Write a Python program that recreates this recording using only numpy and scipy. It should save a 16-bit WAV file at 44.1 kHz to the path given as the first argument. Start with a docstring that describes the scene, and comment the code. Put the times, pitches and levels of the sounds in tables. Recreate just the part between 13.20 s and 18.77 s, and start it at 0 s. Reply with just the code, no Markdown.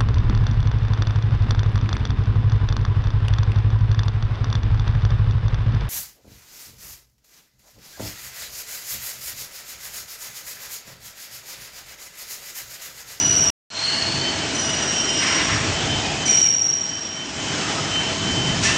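"""A factory hall where aluminium profiles are sawn: blades squeal and rasp, motors rumble and hum, air hisses.
Squeals are harmonic tones, most sliding down in pitch as the cut loads the blade; the hall smears them.
Rasps and passing noises are banded noise bursts; a thin whine swells and fades; rumble and din are shaped noise.
The sound drops out once near the start, then swells back in under a gain control that ducks loud sound."""
import sys
import numpy as np
from scipy import signal
from scipy.fft import rfft, irfft
from scipy.io import wavfile
from scipy.ndimage import uniform_filter1d, minimum_filter1d

SR = 44100
rng = np.random.default_rng(int(sys.argv[2]) if len(sys.argv) > 2 else 0)


def wrap_up_sound(samples):
    """Save the sound to the file named by the first command line argument, as 16-bit audio."""
    columns = np.atleast_2d(samples).T
    # keep every value between -1 and 1, then stretch to whole-number steps
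    tamed = np.clip(columns, -1, 1)
    steps = np.round(tamed * 32767).astype(np.int16)
    wavfile.write(sys.argv[1], SR, steps)


N = 245813
TIME = np.arange(N) / SR  # s

# ways a blade rings, harmonics 1, 2, ...: relative level/dB
SHRILL = [-11.5, 3, -25.5, -33.5]
SMALL_BLADE = [0, -25]
FULL = [-5.5, 1, -16.5, -44.5]
PURE = [0]
PIERCING = [-20.5, 6.5, -43, -40.5]
THIN = [-7.5, 2.2, -14.5]
# squeals: start t/s, length/s, level/dB, fade/(dB/s), bite f/Hz, settled f/Hz, settling time constant/s,
# sway f/Hz, sway depth/share of pitch, jitter/share of pitch, harmonic levels/dB
SQUEALS = [ (-.15, 0.47, -20, 3, 2998, 2862, 0.3, 18.5, .011, 0.0035, SHRILL),
           (0.065, 0.27, -25.5, -9, 2835, 2806, 0.12, 18.5, .007, 0.004, SHRILL),
           (.42, 0.37, -25.5, 0, 4190, 4225, 0.1, 22, .004, 0.004, SMALL_BLADE),
           (0.555, 0.66, -19, 26, 4280, 4370, .04, 22, .031, 0.003, SMALL_BLADE),
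           (1.265, 0.6, -26.5, 6, 2998, 2868, 0.18, 22, .007, 0.004, FULL),
           (1.27, 0.3, -33, 10, 5170, 5100, 0.12, 22, .014, 0.007, PURE),
           (1.59, 0.26, -28.5, 0, 2815, 2820, 0.1, 22, .002, 0.004, FULL),
           (1.8, 0.47, -24, 10, 2830, 2848, 0.15, 22, .004, 0.003, THIN),
           (2.0, 0.41, -33, 3, 2780, 2800, .2, 22, .009, 0.005, THIN),
           (1.8, 0.36, -28.5, 3, 5105, 5135, .1, 22, .002, 0.0015, PURE),
           (3.022, 0.545, -15.3, 6, 3020, 2838, .058, 25.4, .0115, 0.004, PIERCING),
           (3.16, 0.14, -20, -2, 2850, 2780, 0.0656, 25.4, .009, 0.004, PIERCING),
           (3.5, 0.49, -27, 11, 2832, 2824, 0.06, 25.4, .007, 0.002, PIERCING),
           (5.368, 0.125, -22.5, 20, 3180, 2740, 0.05, 25.4, .006, 0.005, FULL)]
SPINDLE_HZ = 51.74
SQUEAL_RISE_S, SQUEAL_RELEASE_S = 0.09, 0.049


def squeals(jitter_hz=110, wobble_share=0.0018, throb=0.33, flutter_db=0.5, kick=240, shudder=0.4):
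    """A biting blade rings and settles in pitch; sway and spindle turns modulate pitch and level."""
    clock = np.arange(-SR // 2, N) / SR  # early start: the first squeal is already under way
    out = np.zeros(len(clock))
    for (start_s, length_s, level_db, fade_db_per_s, bite_hz, settled_hz, settle_s,
         sway_hz, sway_share, jitter_share, harmonics_db) in SQUEALS:
        on = (clock > start_s) & (clock < start_s + length_s)
        t = clock[on] - start_s
        size = len(t)
        bite = np.minimum(t / SQUEAL_RISE_S, 1) ** 2
        envelope = bite * np.minimum((length_s - t) / SQUEAL_RELEASE_S, 1)
        turn = np.sin(2 * np.pi * (SPINDLE_HZ * t + rng.random()))
        sway_phase = 2 * np.pi * sway_hz * t

        hz = settled_hz + (bite_hz - settled_hz) * np.exp(-t / settle_s)
        bend = sway_share * bite * np.sin(sway_phase)
        bend += wobble_share * turn
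        bend += jitter_share * wander(size, jitter_hz)
        phase = 2 * np.pi * np.cumsum(hz * (1 + bend)) / SR
        partials = [gain_of(db) * np.sin(k * phase) for k, db in enumerate(harmonics_db, 1)]
        # teeth kick the lowest partial at random: more jitter, rougher
        partials[0] = partials[0] * evened(1 + kick * jitter_share * wander(size, jitter_hz))

        flutter = gain_of(flutter_db * wander(size, 30))
        grip = evened((1 + throb * turn) * (1 + shudder * np.cos(sway_phase)) * flutter)
        level = np.sqrt(2) * gain_of(level_db - fade_db_per_s * t)
        out[on] += level * envelope * grip * sum(partials)
    return hall(out)[-N:]


HALL_T60_S = 0.85


def hall(x, direct=0.85, early_db=-2, early_t60_s=0.26):
    """Direct sound, quick echoes off the stacks and a long tail: sparse random taps, unit total energy."""
    t = np.arange(SR) / SR
    near, far = rng.choice([-1., 1.], (2, SR)) * (rng.random((2, SR)) < .1)
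    early = gain_of(early_db) * evened(near * gain_of(-60 * t / early_t60_s))
    tail = evened(far * gain_of(-60 * t / HALL_T60_S))
    response = (early + tail) / np.sqrt(SR)
    response[0] = direct
    return signal.fftconvolve(x, response / np.linalg.norm(response))[:len(x)]


# teeth rasping through a profile: t/s, length/s, level/dB, tilt/(dB/octave)
RASPS = [(1.988, 0.23, -23.5, 2.5), (2.263, 0.086, -25.5, -0.5), (3.044, 0.18, -28, 14.5),
         (5.415, 0.045, -19.5, 10), (5.46, 0.03, -28, -4)]
# rasp spectrum: f/Hz, relative level/dB
RASP_SPECTRUM = [(500, -41), (1000, 2), (1900, 4), (2700, 0.5), (3600, -6), (4700, -10), (6500, -13.5),
                 (9000, -30.5)]
# resonances of the sawn profile: f/Hz, width at half the dB boost/Hz, boost/dB
PROFILE = [(1064, 20, 9.5), (1790, 13, 10), (2007, 17, 10.5), (2160, 23, 7.5), (2330, 22, 7),
           (2860, 90, 1.5), (5630, 310, 5), (8940, 80, 7)]


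def rasps(rise_s=0.031, t60_s=1.0, chatter_db=1):
    """Saw teeth shake the profile: rough noise in its resonances."""
    def colour_db(hz):
        ringing_db = sum(db / (1 + (2 * (hz - f) / width) ** 2) for f, width, db in PROFILE)
        top_db = -np.maximum(hz - 9000, 0) / 16
        return read(RASP_SPECTRUM, hz) + ringing_db + top_db

    out = np.zeros(N)
    for start_s, length_s, level_db, tilt_db in RASPS:
        grind = noise(lambda hz: colour_db(hz) + tilt_db * np.log2(hz + 1))
        out += gain_of(level_db) * grind * burst(start_s, length_s, rise_s, t60_s)
    return out * gain_of(chatter_db * wander(N, 60))


# passing noises, each in one band: a low boom, puffs, scrapes, the sawn profile ringing:
# t/s, length/s, level/dB, centre f/Hz, width at -6 dB/Hz
PASSING_NOISES = [(0.648, 0.12, -31, 2880, 198), (2.28, 0.52, -30, 101, 39),
                  (2.573, 0.22, -34.5, 3380, 623), (2.589, 0.31, -34, 747, 203),
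                  (2.774, 0.12, -35, 2500, 202), (3.058, 0.21, -32.5, 2316, 181),
                  (4.406, 0.19, -36, 1270, 156), (4.704, 0.067, -35, 2750, 218),
                  (5.428, 0.03, -27.5, 1785, 130), (5.436, 0.047, -25.5, 2680, 200)]


def passing_noises(rise_s=0.025, t60_s=1.0):
    """Each passing noise is a burst in a single band."""
    out = np.zeros(N)
    for start_s, length_s, level_db, centre_hz, width_hz in PASSING_NOISES:
        banded = noise(lambda hz: -20 * np.log10(1 + (2 * (hz - centre_hz) / width_hz) ** 2))
        out += gain_of(level_db) * banded * burst(start_s, length_s, rise_s, t60_s)
    return out


WHINE_HZ = 3072
# whine level along the way through the hall: t/s, level/dB
WHINE_LEVEL = [(0, -45.5), (.6, -44), (.8, -35), (.9, -51), (1.08, -26.5), (1.17, -50), (1.23, -29),
               (1.3, -46), (1.38, -33), (1.47, -38), (1.66, -42), (1.78, -30), (1.93, -29), (2.17, -35),
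               (2.42, -44), (2.55, -30), (2.64, -37.5), (2.75, -28), (2.9, -43), (3.0, -35.5),
               (3.06, -32.5), (3.14, -29.5), (3.5, -44.5), (3.72, -28), (3.85, -37), (3.95, -29),
               (4.03, -27.5), (4.12, -39), (4.2, -29.5), (4.32, -33), (4.38, -40.5), (4.57, -42),
               (4.68, -33.5), (4.82, -26.5), (4.92, -37.5), (5.02, -32), (5.25, -25.5), (5.42, -36),
               (5.57, -30.5)]


def whine(drift_hz=1, standing_db=2.6, standing_hz=12):
    """One thin tone, drifting slightly; its level flutters as on a walk through standing waves."""
    phase = 2 * np.pi * np.cumsum(WHINE_HZ + drift_hz * wander(N, 42)) / SR
    level_db = follow(WHINE_LEVEL, TIME)[0] + standing_db * wander(N, standing_hz)
    return np.sqrt(2) * np.sin(phase) * gain_of(level_db)


# rumble spectrum: f/Hz, relative level/dB
RUMBLE_SPECTRUM = [(20, -22), (35, -27.5), (50, -11.5), (70, -6.5), (100, -3), (150, -2), (220, -7),
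                   (400, -12), (900, -43)]
# rumble level: t/s, level/dB
RUMBLE_LEVEL = [(0, -31.5), (.65, -32.5), (.92, -30), (1.4, -37), (2.1, -37.5), (2.3, -32), (3.4, -35.5),
                (4.85, -33.5), (5.2, -25), (5.57, -28.5)]
# hum lines: f/Hz, level/dB
HUM = [(97, -45), (150, -44), (292, -46), (656.5, -41.5), (717.5, -51.5), (1055, -55), (1959, -57)]


def motors(waver_db=-1.5, drift_hz=2.776):
    """Low noise for the rumble; sines wavering in pitch and level for the hum."""
    rumble = noise(lambda hz: read(RUMBLE_SPECTRUM, hz) - hz / 200)
    out = rumble * gain_of(follow(RUMBLE_LEVEL, TIME)[0])
    for hz, level_db in HUM:
        phase = 2 * np.pi * np.cumsum(hz + drift_hz * wander(N, 8.7)) / SR
        out = out + gain_of(level_db) * evened(np.sin(phase) * gain_of(waver_db * wander(N, 5.9)))
    return out


# din spectrum: f/Hz, relative level/dB
DIN_SPECTRUM = [(100, -10.5), (170, 2.5), (300, 7), (480, 0), (700, 1), (1100, -3), (1800, -1), (2700, -1),
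                (3500, -3.5), (4700, -4.5), (6300, -4), (7400, -7.5), (8400, -15), (9200, -20.5)]
# din level along the way through the hall: t/s, level/dB
DIN_LEVEL = [(0, -28), (.8, -26), (1.8, -25.5), (2.5, -24.5), (3.3, -27.5), (4.45, -24.5), (4.95, -26),
             (5.57, -24.5)]


def din(patchy_db=1.1, flicker_db=.5, ripple_db=2.0):
    """Air and far machines: drifting patches of noise, coloured by many narrow resonances."""
    frames, hz = N // 512 + 5, np.fft.rfftfreq(2048, 1 / SR)
    real, imaginary, patches = rng.standard_normal((3, frames, len(hz)))
    patches = uniform_filter1d(patches, size=8, axis=0)  # over time
    patches = evened(uniform_filter1d(patches, size=14, axis=1))  # over frequency
    ripple = evened(uniform_filter1d(rng.standard_normal(len(hz)), size=2))
    ripple = ripple * hz / (hz + 500)  # weaker in the bass
    band = hz ** 2 / (hz ** 2 + 70 ** 2) / (1 + (hz / 8900) ** 60)
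    shape = band * gain_of(read(DIN_SPECTRUM, hz) + ripple_db * ripple + patchy_db * patches)
    spectrum = (real + 1j * imaginary) * shape
    sound = signal.istft(spectrum.T, nperseg=2048, noverlap=1536)[1][:N]
    return evened(sound) * gain_of(follow(DIN_LEVEL, TIME)[0] + flicker_db * wander(N, 28))


def gain_of(db):
    """Decibels to an amplitude factor."""
    return 10 ** (np.asarray(db) / 20)


def evened(x):
    """Scaled to an rms of 1."""
    return x / np.sqrt(np.mean(x ** 2) + 1e-20)


def read(points, hz):
    """A spectrum table interpolated on a log-frequency axis."""
    f, value = np.transpose(points)
    return np.interp(np.log(hz + 1), np.log(f + 1), value)


def follow(rows, t):
    """Each column of a curve table at the times t."""
    s, *columns = np.transpose(rows)
    return [np.interp(t, s, c) for c in columns]


def wander(size, rate_hz):
    """Random drift cut from a long low-passed noise of rms 1, -6 dB at the rate."""
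    hz = np.fft.rfftfreq(2 ** 18, 1 / SR)
    spectrum = rfft(rng.standard_normal(2 ** 18)) / (1 + (hz / rate_hz) ** 4)
    return evened(irfft(spectrum))[:size]


def noise(colour_db):
    """Noise cut from a draw of rms 1 whose spectrum is the function colour_db(Hz)."""
    hz = np.fft.rfftfreq(2 ** 18, 1 / SR)
    spectrum = rfft(rng.standard_normal(2 ** 18)) * gain_of(colour_db(hz))
    return evened(irfft(spectrum))[:N]


def burst(start_s, length_s, rise_s, t60_s):
    """An envelope that rises, holds and dies away as in the hall."""
    decay = gain_of(-60 * np.maximum(TIME - start_s - length_s, 0) / t60_s)
    return np.clip((TIME - start_s) / rise_s, 0, 1) * decay


def scene():
    """Everything heard from between the stacks."""
    return (squeals() + rasps() + passing_noises() + whine() + motors() + din())[None]


TREBLE_SINK_DB, TREBLE_RETURN_S = -15, 0.044  # return: time constant
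BASS_SINK_DB, BASS_RETURN_S, BASS_HZ = -22.5, 0.19, 624


def swelled(x):
    """Sound comes back after a gap: the treble first, then the bass."""
    t = np.arange(len(x)) / SR
    bass = signal.sosfiltfilt(signal.butter(2, BASS_HZ, fs=SR, output="sos"), x)
    treble_gain = gain_of(TREBLE_SINK_DB * np.exp(-t / TREBLE_RETURN_S))
    bass_gain = gain_of(BASS_SINK_DB * np.exp(-t / BASS_RETURN_S))
    return (x - bass) * treble_gain + bass * bass_gain


def ducked(x, threshold_db=-18.5, most_db=8.0, slope=1.53, sense_s=0.032, hold_s=0.4, glide_s=0.27):
    """Gain control sinks under loud sound, holds, then recovers."""
    power_db = 10 * np.log10(abs(trailing_mean(x ** 2, sense_s)) + 1e-12)
    over_db = np.clip(slope * (power_db - threshold_db), 0, most_db)
    half = int(hold_s * SR / 2)
    # running maximum over the time just gone
    held_db = -minimum_filter1d(-over_db, 2 * half + 1, origin=half, mode="constant")
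    return x * gain_of(-trailing_mean(held_db, glide_s))


def trailing_mean(x, seconds):
    """The mean over the time just gone."""
    t, total = np.arange(len(x)) / SR, np.cumsum(x) / SR
    return (total - np.interp(t - seconds, t, total, left=0)) / seconds


def limited(x):
    """A quick limiter: smoothed gain reduction around peaks above 0.48 of full scale."""
    room = 1 / np.maximum(abs(x) / .48, 1)
    return x * uniform_filter1d(minimum_filter1d(room, size=200), size=200)


SILENT_FROM_S, SILENT_TO_S = .302, .503
EDGE_HZ = 12000


def record(dry):
    """Sound breaks off once, swells back in under gain control; then limiter and low-pass."""
    before, after = TIME < SILENT_FROM_S, TIME > SILENT_TO_S
    out = np.zeros(N)
    out[before] = dry[0, before]
    out[after] = ducked(swelled(dry[0, after]))
    low_pass = signal.firwin(511, EDGE_HZ, window=("kaiser", 9), fs=SR)
    return signal.oaconvolve(limited(out), low_pass, "same")[None]


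dry = scene()
out = record(dry)
wrap_up_sound(out)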